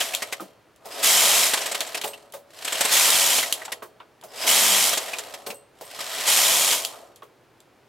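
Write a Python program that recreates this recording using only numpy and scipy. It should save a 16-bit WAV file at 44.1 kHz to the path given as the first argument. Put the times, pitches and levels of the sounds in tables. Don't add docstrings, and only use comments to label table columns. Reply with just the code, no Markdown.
import sys
import numpy as np
from scipy import signal
from scipy.fft import rfft, irfft, next_fast_len
from scipy.io import wavfile
from scipy.ndimage import uniform_filter1d

SR = 44100
rng = np.random.default_rng(int(sys.argv[2]) if len(sys.argv) > 2 else 0)


def unload_audio(sound):
    columns = np.transpose(np.atleast_2d(sound))
    steps = np.round(np.clip(columns, -1, 1) * 32767)
    wavfile.write(sys.argv[1], SR, steps.astype(np.int16))


N = 347508
TIME = np.arange(N) / SR

# hz, level_db
NEEDLE_COLOUR = [(530, -53.5), (900, -4.5), (1590, -10), (2220, -5), (2660, -3.5), (3230, -2.5), (4410, -4),
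                 (7400, -2.5), (10000, -5), (11800, -6), (15200, -12.5), (16000, -28)]
# hz, level_db
BED_COLOUR = [(100, -39.5), (170, -26), (230, -17), (285, -9.5), (330, -13), (400, -3.5), (520, 0),
              (610, 2), (690, 7), (780, 0), (880, -4.5), (1300, -5), (1700, -29.5), (2800, -73.5)]
# hz, level_db
SCRAPE_COLOUR = [(500, -16.5), (850, -3), (938, 1), (1060, 1.5), (1370, -1), (1500, 3.5), (1940, 5),
                 (2110, 4), (2500, 4.5), (3200, 4), (6370, -1.5), (7850, 0.5), (9670, -5), (11800, -3),
                 (16000, -16.5)]


def from_db(db):
    return 10 ** (np.asarray(db) / 20)


def rms_one(x):
    return x / np.sqrt(np.mean(x ** 2) + 1e-20)


def gain_at(colour, hz):
    knots_hz, level_db = np.transpose(colour)
    return from_db(np.interp(np.log(hz + 1), np.log(knots_hz), level_db))


def noise(colour, size, peak_hz=1000, peak_db=-200, q=17.0):
    # hz, side_minus_mid_db
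    width = [(60, -10.5), (200, -11.5), (380, -9.5), (700, -10.5), (2400, -15), (4400, -11.5), (8100, -8),
             (10500, -2.5), (12000, -27.5)]
    hz = np.arange(size // 2 + 1) * SR / size
    resonance = from_db(peak_db) / (1 + (q * (hz - peak_hz) / peak_hz) ** 2)
    white = rfft(rng.standard_normal((2, size)))
    mid, side = white * (gain_at(colour, hz) + resonance)
    side = side * gain_at(width, hz)
    return rms_one(irfft([mid + side, mid - side], size))


def steady(colour):
    return noise(colour, next_fast_len(N, True))[:, :N]


def decay(t60_s, size):
    return from_db(-60 * TIME[:size] / t60_s)


def blow(colour, t60_s, peak_hz=1000, peak_db=-200, q=20.0, size=8192):
    return noise(colour, size, peak_hz, peak_db, q) * decay(t60_s, size)


def damped(hz, t60_s, size):
    return np.sin(2 * np.pi * hz * TIME[:size]) * decay(t60_s, size)


def resonator(x, hz, t60_s):
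    r = from_db(-60 / (t60_s * SR))
    return signal.lfilter([1 - r, 0, r - 1], [1, -2 * r * np.cos(2 * np.pi * hz / SR), r * r], x + 1e-18)


def add(out, sound, start_s, peak_db):
    at = round(start_s * SR)
    out[:, at:at + sound.shape[1]] += from_db(peak_db) * sound[:, :N - at] / np.abs(sound).max()


def even(x, window_s):
    power = uniform_filter1d(np.mean(x ** 2, axis=0), int(window_s * SR))
    return x / np.sqrt(np.abs(power) + 1e-9)


def needle_ticks(travel, spread_db, slop_needles):
    needle = np.arange(int(travel[-1]) - 1)
    late, hard = rng.standard_normal((2, len(needle)))
    at = np.searchsorted(travel, needle + rng.random() + slop_needles * late)
    return np.minimum(at, N - 1), from_db(spread_db * np.clip(hard, -2, 2))


def played(sounds, at, force):
    out = np.zeros((2, N))
    picks = rng.integers(0, len(sounds), len(at))
    for i, gain, k in zip(at, force, picks):
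        out[:, i:i + sounds[k].shape[-1]] += gain * sounds[k][..., :N - i]
    return out


def raked(travel, colour, t60_s, spread_db, slop_needles, cams):
    spots = [blow(colour, t60_s, size=3072) for _ in range(24)]
    ticking = sum(played(spots, *needle_ticks(travel, spread_db, slop_needles)) for _ in range(cams))
    return even(ticking, window_s=.05)


def air():
    # hz, level_db
    air_colour = [(25, -26), (60, -11.5), (85, -13.5), (115, -3.5), (170, -11.5), (270, -8), (350, -4.5),
                  (600, -8), (1400, -13.5), (3000, -21), (8000, -31.5), (12000, -33.5), (16000, -36)]
    return from_db(-58) * steady(air_colour)


def carriage():
    # needles_met_s, run_up_s, crossing_s, run_out_s, top_speed_needles_per_s,
    # clatter_db, scrape_before_db, scrape_after_db, rumble_db, ping_db, hum_db
    strokes = [(-0.52, .3, 0.46, 0.7, 172, -14.5, -27, -28, -31, -20, -52),
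               (1.024, .24, 0.43, .98, 206, -16.5, -30, -24.5, -28, -27.5, -48.5),
               (2.908, .48, 0.47, 0.56, 168.6, -17.3, -20.5, -31.5, -30, -32.5, -50),
               (4.461, .21, .42, .83, 214, -17, -27, -28, -29, -21, -42),
               (6.262, .58, .47, .50, 176, -17.5, -24, -36.5, -31, -29.5, -49)]
    entry_speed, exit_speed, fastest_at = .86, .82, .42
    engage_s, sag_db_per_s, release_db_per_s = .016, 5.5, 133.5
    scrape_power, rumble_power = 2.244, 1.435
    hum_at, hum_width = .62, .34
    speed, clatter, scrape, rumble, hum, ping = np.zeros((6, N))
    for (met_s, up_s, cross_s, out_s, top, clatter_db,
         before_db, after_db, rumble_db, ping_db, hum_db) in strokes:
        t = TIME - met_s
        knots_s = [-up_s, 0, fastest_at * cross_s, cross_s, cross_s + out_s]
        pace = np.interp(t, knots_s, [0, entry_speed, 1, exit_speed, 0])
        speed += top * pace
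        fade_db = sag_db_per_s * np.maximum(t, 0) + release_db_per_s * np.clip(t - cross_s, 0, 1)
        clatter += np.clip(t / engage_s, 0, 1) * from_db(clatter_db - fade_db)
        scrape_db = np.interp(t, [0, cross_s], [before_db, after_db])
        scrape += pace ** scrape_power * from_db(scrape_db)
        rumble += pace ** rumble_power * from_db(rumble_db)
        off_centre = (t / cross_s - hum_at) / hum_width
        hum += from_db(hum_db) * np.exp(-np.minimum(off_centre ** 2, 20))
        ping += pace * (t < 0) * from_db(ping_db)
    travel = np.cumsum(speed) / SR
    return travel, clatter, scrape, rumble, hum, ping


def jingle(travel):
    # hz, level_db, t60_s
    needle_modes = [(2235, -19, .02), (3267, -14, .03), (4940, -23, .03), (7530, -15.5, .025),
                    (11950, -18, .02)]
    out = 0
    for hz, level_db, t60_s in needle_modes:
        pitches_hz = hz * (1 + .06 * rng.standard_normal(40))
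        rings = [damped(pitch_hz, t60_s, size=2048) for pitch_hz in pitches_hz]
        ringing = played(rings, *needle_ticks(travel, spread_db=5.0, slop_needles=.25))
        out = out + from_db(level_db) * even(ringing, window_s=1.0)
    return out


def needles(travel, clatter_gain, hum_gain):
    clatter = from_db(-0.5) * raked(travel, NEEDLE_COLOUR, t60_s=.035, spread_db=1.0, slop_needles=.25, cams=3)
    drumming = from_db(-18) * raked(travel, BED_COLOUR, t60_s=.15, spread_db=2.5, slop_needles=.2, cams=2)
    knots = np.arange(0, travel[-1] + 5, 5)
    wobble_needles = .08 * np.interp(travel, knots, rng.standard_normal(len(knots)))
    phase = 2 * np.pi * (travel + wobble_needles)
    hum = np.sin(phase) + from_db(-7) * np.sin(2 * phase)
    return clatter_gain * (clatter + jingle(travel) + drumming) + hum_gain * hum


def rail(travel, scrape_gain, rumble_gain):
    brushing = raked(travel, SCRAPE_COLOUR, t60_s=.044, spread_db=4.5, slop_needles=.3, cams=3)
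    scrape = from_db(-2) * brushing + from_db(-4) * steady(SCRAPE_COLOUR)
    rumble = from_db(-5) * steady(BED_COLOUR)
    return scrape_gain * scrape + rumble_gain * rumble


def rattle(ring_hz, ring_db):
    hits, chatter_s = 5, .009
    out = from_db(-13.5) * blow(BED_COLOUR, t60_s=.11)
    for k in range(hits):
        late = .6 * rng.random() if k > 0 else 0
        at = int(chatter_s * (k + late) / (hits - 1) * SR)
        force_db = -6 if k == 0 else -2.6 * (k + 1)
        hit = from_db(force_db) * blow(SCRAPE_COLOUR, .05, ring_hz, ring_db, q=13.0, size=2048)
        out[:, at:at + hit.shape[1]] += hit
    return out


def idle_needles(travel, ping_gain, scrape_gain):
    ping_share, stray_share = .7, .12
    stray_db = -20.5
    out = np.zeros((2, N))
    at, force = needle_ticks(travel, spread_db=4.5, slop_needles=.25)
    pings = [blow(SCRAPE_COLOUR, t60_s=.13, peak_hz=5070, peak_db=16, q=45.0) for _ in range(6)]
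    faint_clacks = [rattle(hz, ring_db=10) for hz in np.geomspace(1900, 8000, 8)]
    pressure = scrape_gain / scrape_gain.max()
    for i, hard, (chance, pick) in zip(at, force, rng.random((len(at), 2))):
        if chance < ping_share and ping_gain[i] > 0:
            peak_db = 20 * np.log10(hard * ping_gain[i]) - 4
            add(out, pings[int(pick * len(pings))], i / SR, peak_db)
        elif chance > 1 - stray_share:
            peak_db = stray_db + 20 * np.log10(hard * pressure[i] + 1e-9)
            add(out, faint_clacks[int(pick * len(faint_clacks))], i / SR, peak_db)
    return out


def clacks():
    # start_s, peak_db, ring_hz, ring_db
    clack_rows = [(0.0084, -11.5, 3170, 9.5), (0.136, -16, 2580, 8), (0.2214, -15.5, 1940, 9.5),
                  (0.3248, -15.5, 2030, 6), (1.5351, -8, 8330, -2.5), (1.5731, -14, 3460, 0),
                  (1.614, -18, 5860, 7), (1.6581, -14.5, 7900, 1), (1.7152, -14.5, 8000, 7),
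                  (1.7462, -14, 2830, 2), (1.8063, -15.5, 3751, 4), (1.8674, -25, 7600, 13),
                  (1.9457, -14.5, 2570, 6), (1.9714, -18.5, 5000, 1), (2.0133, -19, 3700, 5.5),
                  (2.0368, -18, 2770, 4), (2.0738, -23, 8100, 6.5), (2.1333, -29.5, 2770, 20.5),
                  (2.6475, -14.5, 7670, 2.5), (2.6764, -15, 3200, 3), (2.7228, -11.5, 7760, 2.5),
                  (2.7501, -16.5, 3130, 9), (2.8076, -7, 8060, 2), (2.8494, -11, 8260, 9.5),
                  (3.3837, -10.5, 3364, 7), (3.4282, -13.5, 2000, 14.5), (3.6152, -25, 1900, 19),
                  (3.6506, -23.5, 7700, 2), (3.7195, -17.5, 1960, 6), (4.433, -20.5, 2260, 11),
                  (4.9311, -11, 3294, 0), (4.973, -11, 7060, 7), (5.0809, -23, 1760, 6),
                  (5.1324, -17, 2505, 17), (5.185, -20, 7050, 5), (5.3388, -23.5, 1700, -1),
                  (5.464, -24.5, 4430, 4), (5.5024, -20.5, 2460, 13), (5.9883, -26, 2240, 7),
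                  (6.0045, -18.5, 5150, 5), (6.7256, -11, 3170, -4)]
    out = np.zeros((2, N))
    for start_s, peak_db, ring_hz, ring_db in clack_rows:
        add(out, rattle(ring_hz, ring_db), start_s, peak_db)
    return out


def snaps():
    # start_s, level_db
    snap_rows = [(0.1495, -1.5), (0.761, -40), (1.8059, -7.5), (2.015, -13.5), (2.3232, -28), (3.5254, -1),
                 (3.7228, -16.5), (4.2131, -32), (5.1856, -12), (6.8496, -3), (7.1596, -31),
                 (7.6032, -37.5)]
    # hz, level_db
    snap_colour = [(1200, -46.5), (2300, -18.5), (3150, -1.5), (4300, -8), (5600, -11.5), (7600, -6),
                   (9000, -14.5), (11000, -5.5), (13000, -16.5), (16000, -20)]
    out = np.zeros((2, N))
    for start_s, level_db in snap_rows:
        snap = blow(snap_colour, t60_s=.011) + from_db(-13.5) * blow(snap_colour, t60_s=.13)
        add(out, snap, start_s, level_db - 2.5)
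    return out


def tocks():
    # start_s, level_db, ring_hz
    tock_rows = [(0.398, -28.5, 1220), (2.336, -34, 1131), (3.68, -28.5, 974), (3.822, -30, 1146),
                 (4.001, -35.5, 1060), (4.226, -40.5, 929), (5.989, -33, 1236), (6.934, -37, 1130),
                 (7.222, -34, 1119)]
    # hz, level_db
    tock_colour = [(200, -25), (700, -5), (1000, -6), (1450, -4.5), (1900, -13), (3500, -15), (6000, -37.5),
                   (14000, -42.5)]
    out = np.zeros((2, N))
    for start_s, level_db, ring_hz in tock_rows:
        add(out, blow(tock_colour, t60_s=.11, peak_hz=ring_hz, peak_db=3.5), start_s, level_db + 2.5)
    return out


def thuds():
    # start_s, peak_db, boom_hz, boom_level_db
    thud_rows = [(.405, -24.5, 330, 8), (.418, -37.5, 192.4, 17), (.856, -27.5, 560, -13.5),
                 (2.044, -18, 398.7, -21), (2.338, -27, 560, -3), (3.826, -29.5, 377.7, 2),
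                 (4.237, -30, 640, 1), (4.449, -22, 694.9, 3), (5.468, -23, 420, 3), (5.485, -30, 200, 3),
                 (5.502, -28, 490, 6), (5.811, -25.5, 533, -8.5), (7.230, -36, 415, 11)]
    # hz, level_db
    thud_colour = [(70, -27), (170, -17), (300, -22.5), (430, -4), (700, -0.5), (1000, -8.5), (1800, -19.5)]
    out = np.zeros((2, N))
    for start_s, peak_db, boom_hz, boom_level_db in thud_rows:
        boom = blow(thud_colour, .19, boom_hz, boom_level_db - 1.5, q=8.4)
        shaken = from_db(-14.5) * blow(NEEDLE_COLOUR, t60_s=.087)
        add(out, boom + shaken, start_s, peak_db)
    return out


def steel(x, clatter_gain):
    # hz, level_db, t60_s
    steel_modes = [(424, -23, 0.53), (490, -22.5, 1), (566, -23, 0.6), (640, -22, 1), (990, -40.5, 0.76),
                   (2770, -26.5, 0.5), (3160, -25, 0.67), (4400, -24, .9), (8360, -22.5, .15)]
    free = x / (1 + 25 * clatter_gain)
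    return sum(from_db(level_db + 26.5) * resonator(free, hz, t60_s) for hz, level_db, t60_s in steel_modes)


def spring():
    # start_s, peak_db
    twangs = [(2.08, -27.5), (2.322, -47), (3.835, -47.5), (5.465, -32), (5.544, -35), (5.81, -43),
              (5.852, -34.5), (6.9, -52)]
    # hz, level_db, t60_s
    spring_modes = [(4250, -22, 0.65), (8100, -2.5, 0.2), (8175, -7.5, .3), (8510, -17, 0.2),
                    (9100, -17, 0.35), (9200, -7.5, 0.18), (11800, -3.5, .16), (12270, -12, .16)]
    out = np.zeros((2, N))
    for start_s, peak_db in twangs:
        strengths = from_db(2.5 * rng.standard_normal((len(spring_modes), 2, 1)))
        twang = 0
        for strength, (hz, level_db, t60_s) in zip(strengths, spring_modes):
            twang = twang + strength * from_db(level_db) * damped(hz, t60_s, size=SR)
        add(out, twang, start_s, peak_db)
    return out


def room(x):
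    t60_s, wall_hz, delay_s = .098, 5000, .00078
    t = TIME[:SR // 2]
    tail = rng.standard_normal((2, len(t))) * decay(t60_s, len(t)) * (t > delay_s)
    tail = tail / np.sqrt(np.sum(tail[0] ** 2))
    dulled = signal.sosfilt(signal.butter(1, wall_hz, fs=SR, output="sos"), tail)
    return signal.oaconvolve(x, dulled, axes=1)[:, :N]


def scene():
    travel, clatter, scrape, rumble, hum, ping = carriage()
    machine = needles(travel, clatter, hum) + rail(travel, scrape, rumble)
    machine = machine + idle_needles(travel, ping, scrape)
    machine = machine + clacks() + snaps() + tocks() + thuds()
    machine = signal.sosfilt(signal.butter(2, 120, "high", fs=SR, output="sos"), machine)
    machine = machine + steel(machine, clatter) + spring()
    return machine + from_db(-9.5) * room(machine) + air()


def record(dry):
    return signal.sosfilt(signal.ellip(12, .1, 80, 16000, fs=SR, output="sos"), dry)


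dry = scene()
out = record(dry)
unload_audio(out)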